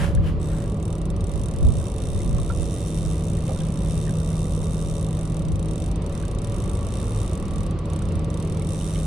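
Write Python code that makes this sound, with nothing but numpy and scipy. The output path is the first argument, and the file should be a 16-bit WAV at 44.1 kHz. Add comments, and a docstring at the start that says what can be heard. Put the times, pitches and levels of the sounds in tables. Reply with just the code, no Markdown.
"""A fishing reel's drag ticks in surges over an idling boat engine, wind and small waves.
A sleeve swishes, then a fish pulls line: it hisses through the rod's rings and turns the spool,
and a pawl snaps over each ratchet tooth, ringing the metal. The engine hums through the hull,
gusts rumble on the microphone and bubbles plop against the side."""
import sys
import numpy as np
from scipy.fft import rfft, irfft, next_fast_len
from scipy.io import wavfile
from scipy.ndimage import map_coordinates

SR = 44100
rng = np.random.default_rng(int(sys.argv[2]) if len(sys.argv) > 2 else 0)


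def master_out(mix):
    """Clip the mix to full scale and print it as 16-bit PCM to the path in sys.argv[1]."""
    frames = np.transpose(np.atleast_2d(mix))
    ceiling = np.clip(frames, -1, 1)
    pcm = np.round(ceiling * 32767).astype(np.int16)
    wavfile.write(sys.argv[1], SR, pcm)


N = 399546

# Noise spectra. Each row: frequency in Hz, relative density in dB.
HULL_SPECTRUM = [(8, -32), (18, -6), (30, -13.5), (48, 5), (70, -5), (105, -0.5), (140, -8), (190, -6.5),
                 (230, -33), (600, -34), (2000, -100)]
WASH_SPECTRUM = [(400, 13), (1400, 1), (2100, 2), (2900, 1), (3600, -2.5), (4500, -4), (6000, -14.5),
                 (8000, -18.5), (11000, -38), (15700, -53)]
DRONE_SPECTRUM = [(80, 3.5), (160, -3), (230, 4), (310, 0), (360, 4), (410, -0.5), (490, 1), (570, -3),
                  (660, -7), (820, -12.5), (1100, -27), (2500, -64)]
CLATTER_SPECTRUM = [(500, -13), (800, -2.5), (1000, 4.5), (1170, 7), (1290, 1.5), (1420, -2.5), (1600, -28),
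                    (4000, -57)]
BUFFET_SPECTRUM = [(8, -20), (18, -4.5), (45, 5.5), (70, 8), (110, -2), (170, -7), (260, -31), (600, -76),
                   (2000, -100)]
BLUSTER_SPECTRUM = [(40, -5), (130, -3.5), (240, -3.5), (350, -19), (650, -17), (1100, -50), (3000, -72)]
RUB_SPECTRUM = [(300, -5), (900, -1), (1700, -1.5), (2300, -9), (3100, -10), (4800, -17), (7000, -17.5),
                (10500, -17), (13000, -31), (15700, -45)]
SWISH_SPECTRUM = [(1500, -29), (2400, -11), (3100, -7), (3700, -22), (5000, -23), (8000, -35)]
ZING_SPECTRUM = [(7400, -55), (7800, -5), (8100, 0), (8400, -28), (12200, -40), (12750, -13), (13300, -40)]
CRACK_SPECTRUM = [(1500, -30), (3000, -13), (3700, -4.5), (4600, -9.5), (5700, -3), (7000, -2), (8400, -4),
                  (10000, 2), (11300, -19), (12500, -20.5), (14100, -16.5), (15700, -32)]
# Stereo likeness of noise. Each row: frequency in Hz, left-right correlation from 0 to 1.
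CORRELATION = [(30, 0.8), (70, 0.66), (130, 0.93), (300, 1), (500, 0.96), (800, 0.54), (1200, 0.39),
               (2200, 0.5), (5000, 0.52), (12000, 0.27)]
# Water wash. Each row: time in seconds, level in dB.
WASH_LEVEL = [(0.5, -49.5), (1.2, -48.5), (2.9, -46.5), (3.9, -46), (4.6, -48.5), (6.6, -45), (8.4, -45),
              (9.06, -44.5)]
# Bubbles at the hull. Each row: start in seconds, level in dB, starting pitch in Hz, t60 in seconds.
PLOPS = [(0.174, -33, 1720, 0.025), (2.2, -42, 2000, .06), (2.384, -30, 1107, 0.041),
         (2.5, -24, 1366, 0.053), (2.502, -34, 930, 0.057), (3.379, -42, 1820, .04),
         (3.485, -26.5, 514, 0.12), (3.492, -31, 1150, 0.027), (3.493, -26, 780, 0.041),
         (3.51, -29, 632, 0.11), (3.563, -41, 1430, .06), (3.589, -35, 3250, 0.02),
         (3.606, -28, 3260, 0.014), (3.61, -43, 1550, 0.063), (4.073, -32, 1810, 0.025),
         (4.089, -38, 1640, 0.055), (4.789, -45, 1590, .04), (6.235, -33, 1520, .025),
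         (7.925, -34, 736, .06), (8.018, -31, 1290, 0.023), (8.107, -38, 2670, 0.028),
         (8.613, -37, 2140, 0.032), (8.808, -36, 2920, 0.034), (8.956, -33, 3120, 0.028),
         (8.957, -37, 2220, 0.033)]
# Engine lines. Each row: multiple of the shaft speed, level in dB.
SHAFT_ORDERS = [(15, -50.5), (16, -40), (19, -49), (20, -51), (30, -57), (32, -65.5), (33, -61), (35, -51),
                (42, -58), (47, -65), (57, -67), (59, -62), (97, -69.5)]
# Engine auxiliaries. Each row: frequency in Hz, level in dB.
AUXILIARY_TONES = [(85.5, -34.5), (106.3, -40), (179, -45), (285.3, -50.5), (425.3, -53), (565.9, -47),
                   (641.5, -59), (785, -66), (940.1, -62.5), (998, -62.5), (1953, -71)]
# Main hum. Each row: harmonic number, level in dB, its detuned twin's relative level in dB.
HUM_PARTIALS = [(1, -31.5, -5.5), (2, -46.5, -3.5)]
# High engine whine. Each row: time in seconds, level in dB.
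WHINE_LEVEL = [(0, -60.5), (3.8, -63), (4.6, -56.5), (5.8, -62), (6.7, -51), (7.8, -53.5), (9.06, -60)]
# Gusts. Each row: peak time in seconds, level in dB, length in seconds, left minus right in dB.
GUSTS = [(0.01, -29, 0.27, -24), (0.174, -17, 0.27, 3.5), (0.316, -23, 0.6, -7), (1.12, -30.5, 0.6, -2),
         (1.38, -27, 0.32, -3), (1.644, -17, 0.12, 8), (1.67, -13, 0.24, -10.5), (1.786, -19, 0.092, -4),
         (2.15, -23.5, 0.25, -2), (2.34, -22, 0.58, -4), (2.623, -20, 0.13, -8), (3.073, -26, 0.21, -5),
         (4.61, -32, 0.26, -6), (4.885, -30, 0.29, 0), (5.513, -26, 0.43, 6), (7.574, -32, 0.5, -9),
         (8.17, -30, 0.35, 3)]
# Sleeve strokes. Each row: peak time in seconds, rub and swish in dB, rise, hold and fall in seconds.
SLEEVE_STROKES = [(0.01, -33, -45, 0.17, 0.038, 0.1), (0.256, -44, -48, 0.045, 0.037, 0.055),
                  (0.523, -48, -64, 0.18, 0.084, 0.2)]
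# Spool speed as the fish surges and tires. Each row: time in seconds, nominal teeth per second.
SPOOL_SPEED = [(0.4, 70), (0.68, 53), (0.78, 36), (0.92, 41), (1.13, 13), (1.38, 55), (1.48, 33),
               (1.86, 72), (1.93, 48), (2.24, 70), (2.35, 51), (2.62, 90), (3.1, 98), (3.2, 70), (3.39, 54),
               (3.47, 78), (3.72, 55), (3.95, 85), (4.2, 57), (4.33, 77), (4.54, 70), (4.82, 90),
               (5.06, 47), (5.22, 52), (5.56, 25), (5.83, 52), (5.97, 15), (6.18, 42), (6.37, 24),
               (6.57, 50), (6.88, 54), (7.08, 82), (7.44, 37), (7.58, 43), (7.77, 9), (7.96, 33),
               (8.15, 30), (8.25, 14), (8.43, 42), (8.65, 39), (8.77, 91), (9.06, 100)]
# Strength of the pawl's snap. Each row: time in seconds, gain in dB.
SNAP_STRENGTH = [(0.4, -5.5), (1.3, -3), (2.8, -1.8), (4.9, -2.46), (6, -1.9), (8, -2.9), (9.06, -0.5)]
# Ticks before the run. Each row: start in seconds, gain in dB.
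LONE_TICKS = [(0.15, 0.5), (0.399, -15)]
# Spool ring. Each row: frequency in Hz, gain in dB, t60 in seconds, leftward bias in dB.
SPOOL_MODES = [(2715, -17.5, 0.061, -5), (3100, -11.5, 0.016, -12), (3662, -6, 0.023, -6),
               (5737, -13.5, 0.042, -11.5), (6430, -12, 0.0062, -11), (7600, 0.5, 0.0094, 4.5),
               (8310, -5.5, 0.047, 3), (8477, -3, 0.035, 3), (9000, -2, 0.0077, 14), (9830, 0, 0.0086, -2),
               (11700, -19, 0.01, -4), (14100, -22, 0.0073, 0)]


def amp(db):
    """Decibels to gain."""
    return 10 ** (np.asarray(db) / 20)


def unit(x):
    """Scale to rms 1."""
    return x / np.sqrt(np.mean(x ** 2) + 1e-20)


def along(points, hz):
    """Interpolate (Hz, value) rows on a log axis."""
    knots_hz, values = np.transpose(points)
    return np.interp(np.log(hz + 1), np.log(knots_hz + 1), values)


def curve(rows):
    """Interpolate (seconds, value) rows at every sample."""
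    return np.interp(np.arange(N) / SR, *np.transpose(rows))


def wobble(rate_hz, n=N):
    """Smooth random curve, rate_hz knots a second."""
    knots = rng.standard_normal(int(n * rate_hz / SR) + 4)
    return map_coordinates(knots, [np.arange(n) * rate_hz / SR])


def swell(peak_s, rise_s, fall_s, hold_s=0):
    """Gain that climbs to 1, holds and dies; 20 dB per rise or fall time."""
    t = np.arange(N) / SR - peak_s
    decades = np.maximum(-t / rise_s, 0) + np.maximum((t - hold_s) / fall_s, 0)
    return amp(-20 * np.minimum(decades, 10))


def filtered(x, response):
    """Apply a response given as a function of Hz."""
    size = next_fast_len(N + SR // 2)
    return irfft(rfft(x, size) * response(np.fft.rfftfreq(size, 1 / SR)), size)[..., :N]


def noise(spectrum, shape=N):
    """Shaped noise of rms 1, channels independent."""
    return unit(filtered(rng.standard_normal(shape), lambda hz: amp(along(spectrum, hz))))


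def stereo_noise(spectrum):
    """Shaped noise of rms 1, near mono in the bass, wide in the treble."""
    def mid_side(hz):
        angle = np.arccos(np.clip(along(CORRELATION, hz), -1, 1)) / 2
        return amp(along(spectrum, hz)) * [np.cos(angle), np.sin(angle)]
    mid, side = filtered(rng.standard_normal((2, N)), mid_side)
    return unit(np.array([mid + side, mid - side]))


def pan(left_db):
    """Channel gains for a left minus right level."""
    return amp([[left_db / 2], [-left_db / 2]])


def left_lag(hz, lag_s):
    """Channel phases that put the left lag_s behind the right."""
    return np.exp(-1j * np.pi * hz * lag_s * np.array([[1], [-1]]))


def add(track, start_s, sound):
    """Mix a sound into a track."""
    start = max(round(start_s * SR), 0)
    track[..., start:start + sound.shape[-1]] += sound[..., :max(N - start, 0)]


def tone(cycles, flutter_db=3.0):
    """Sine of rms 1 with a fluttering level."""
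    return unit(np.sin(2 * np.pi * (cycles + rng.random())) * amp(flutter_db * wobble(6)))


def hull(level_db=-26.5, rock_db=0.5):
    """Mono rumble of the hull, shaken by engine and water."""
    return amp(level_db + rock_db * wobble(5)) * noise(HULL_SPECTRUM)


def bubble(hz, t60_s, rise=0.062, churn=0.046, attack_s=0.0016):
    """Damped ring, shaken by churning water; the pitch rises as it nears the surface."""
    t = np.arange(SR // 5) / SR
    pitch_hz = hz * (1 + rise * np.minimum(t / t60_s, 1) + churn * wobble(SR / 64, len(t)))
    envelope = amp(-60 * t / t60_s) * (1 - np.exp(-t / attack_s))
    return envelope * np.sin(2 * np.pi * np.cumsum(pitch_hz) / SR)


def sea(ripple_db=0.7, spray_offset_db=-15.5, fizz_db=-59, fizz_count=220):
    """Soft wash with tiny bubbles and a few clear plops, each in a puff of spray."""
    wash = amp(curve(WASH_LEVEL) + ripple_db * wobble(15))
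    bubbles, spray = np.zeros((2, N)), np.zeros(N)
    for start_s, db, hz, t60_s in PLOPS:
        add(bubbles, start_s, amp(db) * bubble(hz, t60_s) * pan(left_db=-8))
        puff = amp(db + spray_offset_db) * swell(start_s, rise_s=0.024, fall_s=0.03)
        spray = np.maximum(spray, puff)
    for when, pitch, strength, side in rng.random((fizz_count, 4)):
        hz = 900 * 2 ** (2 * pitch)
        fizz = amp(fizz_db + 15 * strength) * bubble(hz, t60_s=45 / hz)
        add(bubbles, when * N / SR, fizz * pan(left_db=-23 + 12 * side))
    return np.hypot(wash, spray) * stereo_noise(WASH_SPECTRUM) * pan(left_db=-1) + bubbles


def hum(clock_s, hz=159.2, beat_s=5.14, first_dip_s=1.745, flutter_db=0.5):
    """Two close engine tones beat slowly; their octaves beat twice as fast."""
    lead_cycles = (clock_s - first_dip_s) / beat_s
    out = np.zeros(N)
    for harmonic, db, twin_db in HUM_PARTIALS:
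        cycles = harmonic * hz * clock_s + rng.random()
        main = np.sin(2 * np.pi * cycles)
        twin = amp(twin_db) * np.sin(2 * np.pi * (cycles + harmonic * lead_cycles))
        out += np.sqrt(2) * amp(db + flutter_db * wobble(3.2)) * (main - twin)
    return out


def engine(shaft_hz=12.515, whine_hz=1141.9, drone_db=-35, clatter_db=-50):
    """Shaft orders, hum and whines over hull drone and valve clatter that pulse with the firings."""
    clock_s = np.cumsum(1 + 0.001 * wobble(3)) / SR  # the idle hunts a little
    turns = shaft_hz * clock_s
    lines = sum(amp(db) * tone(order * turns) for order, db in SHAFT_ORDERS)
    lines += sum(amp(db) * tone(hz * clock_s) for hz, db in AUXILIARY_TONES)
    whine_db = curve(WHINE_LEVEL)
    whine = amp(whine_db) * tone(whine_hz * clock_s + 0.2 * wobble(50), flutter_db=2)
    firing = np.cos(2 * np.pi * 3 * turns)
    drone = amp(drone_db + 0.5 * wobble(2.906)) * stereo_noise(DRONE_SPECTRUM) * (1 + 0.12 * firing)
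    follow_db = 0.34 * (whine_db - whine_db.mean())  # clatter grows with the whine
    clatter = amp(clatter_db + follow_db) * stereo_noise(CLATTER_SPECTRUM) * (1 + 0.19 * firing)
    tones = lines + hum(clock_s) + whine
    return tones * pan(left_db=-0.5) + drone * pan(left_db=-1.36) + clatter * pan(left_db=-3.5)


def wind(breeze_db=-41.5, swing_db=2, bluster_db=-18, overload_db=-8):
    """Eddies buffet each microphone port; strong gusts reach higher in pitch and overload it softly."""
    power = amp(breeze_db + swing_db * wobble(5)) ** 2 * np.ones((2, 1))
    for peak_s, db, length_s, left_db in GUSTS:
        power += (amp(db) * swell(peak_s, length_s / 2, length_s / 2) * pan(left_db)) ** 2
    force = np.sqrt(power)
    buffet = force * noise(BUFFET_SPECTRUM, (2, N))
    bluster = amp(bluster_db) * (force / force.max()) ** 1.37 * noise(BLUSTER_SPECTRUM, (2, N))
    return amp(overload_db) * np.tanh((buffet + bluster) / amp(overload_db))


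def sleeve(grain_db=1.0):
    """Cloth rubs in grainy strokes; its weave adds a narrow swish."""
    rub, swish = stereo_noise(RUB_SPECTRUM), stereo_noise(SWISH_SPECTRUM)
    strokes = np.zeros((2, N))
    for peak_s, rub_db, swish_db, rise_s, hold_s, fall_s in SLEEVE_STROKES:
        strokes += swell(peak_s, rise_s, fall_s, hold_s) * (amp(rub_db) * rub + amp(swish_db) * swish)
    return strokes * amp(-grain_db * wobble(249))


def tooth_rate_hz():
    """Nominal teeth per second; zero before the run."""
    return curve(SPOOL_SPEED) * (np.arange(N) / SR > SPOOL_SPEED[0][0])


def line_hiss(hiss_db=-52, grain_db=7, zing_db=-57):
    """Taut line scrapes through the rod's rings, louder with speed and pull, and sings as it starts."""
    rate_hz = tooth_rate_hz()
    gain = amp(hiss_db + curve(SNAP_STRENGTH)) * (rate_hz / rate_hz.max()) ** 0.91
    scrape = gain * unit(stereo_noise(CRACK_SPECTRUM) * amp(grain_db * wobble(700)))
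    zing = amp(zing_db) * swell(peak_s=0.4, rise_s=0.007, fall_s=0.13, hold_s=0.17)
    return scrape + zing * stereo_noise(ZING_SPECTRUM)


def pawl_snaps(slip_hz=14, slip_depth=0.045, tug_db=0.5, scatter_db=1.5):
    """(seconds, dB) per tooth. The drag washers grip and give; each slip is quicker and louder."""
    tug = wobble(slip_hz)
    teeth_passed = np.cumsum(tooth_rate_hz() * np.exp(slip_depth * tug)) / SR
    snaps = np.flatnonzero(np.diff(np.floor(teeth_passed)))
    gain_db = curve(SNAP_STRENGTH)[snaps] + tug_db * tug[snaps]
    gain_db += scatter_db * rng.standard_normal(len(snaps))
    return [*LONE_TICKS, *zip(snaps / SR, gain_db)]


def reel(ring_db=-35.5, crack_db=-38, crack_t60_s=0.011, rattle_db=-47.5, rattle_t60_s=0.04,
         friction_db=-50, friction_s=0.00043, attack_s=0.00035, scatter_db=0.8, detune=0.01):
    """Each tooth scrapes under the pawl, which snaps: it cracks, rings the spool, rattles the body."""
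    t = np.arange(SR // 40) / SR
    hz, mode_db, t60_s, left_db = np.transpose(SPOOL_MODES)[:, :, None]
    onset = 1 - np.exp(-(t / attack_s) ** 2)
    decays = amp(ring_db + mode_db - 60 * t / t60_s) * onset
    crack = amp(crack_db - 60 * t / crack_t60_s) * onset
    rattle = amp(rattle_db - 60 * t / rattle_t60_s) * onset
    friction = amp(friction_db) * np.exp(-t[::-1] / friction_s)  # grows until the pawl lets go
    placement = amp(np.array([[0.5], [-0.5]]) * left_db.T) * left_lag(hz.T, 40e-6)  # reel to the right
    ring, noise_gain = np.zeros((2, N)), np.zeros(N)
    for snap_s, db in pawl_snaps():
        strength, pitch = rng.standard_normal((2, *hz.shape))  # no two teeth strike alike
        modes = decays * amp(scatter_db * strength) * np.exp(2j * np.pi * hz * (1 + detune * pitch) * t)
        add(ring, snap_s, amp(db) * (placement @ modes).imag)
        add(noise_gain, snap_s - t[-1], amp(db) * friction)
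        add(noise_gain, snap_s, amp(db) * (crack + rattle))
    return (ring + noise_gain * stereo_noise(CRACK_SPECTRUM)) * pan(left_db=-2.2)


def scene():
    """Stereo mix at the angler's seat."""
    boat = filtered(engine() + sea() + hull(), lambda hz: left_lag(hz, lag_s=18e-6))
    return boat + reel() + line_hiss() + wind() + sleeve()


def record(dry, cutoff_hz=15750):
    """Brick-wall low-pass."""
    return filtered(dry, lambda hz: hz < cutoff_hz)


dry = scene()
out = record(dry)
master_out(out)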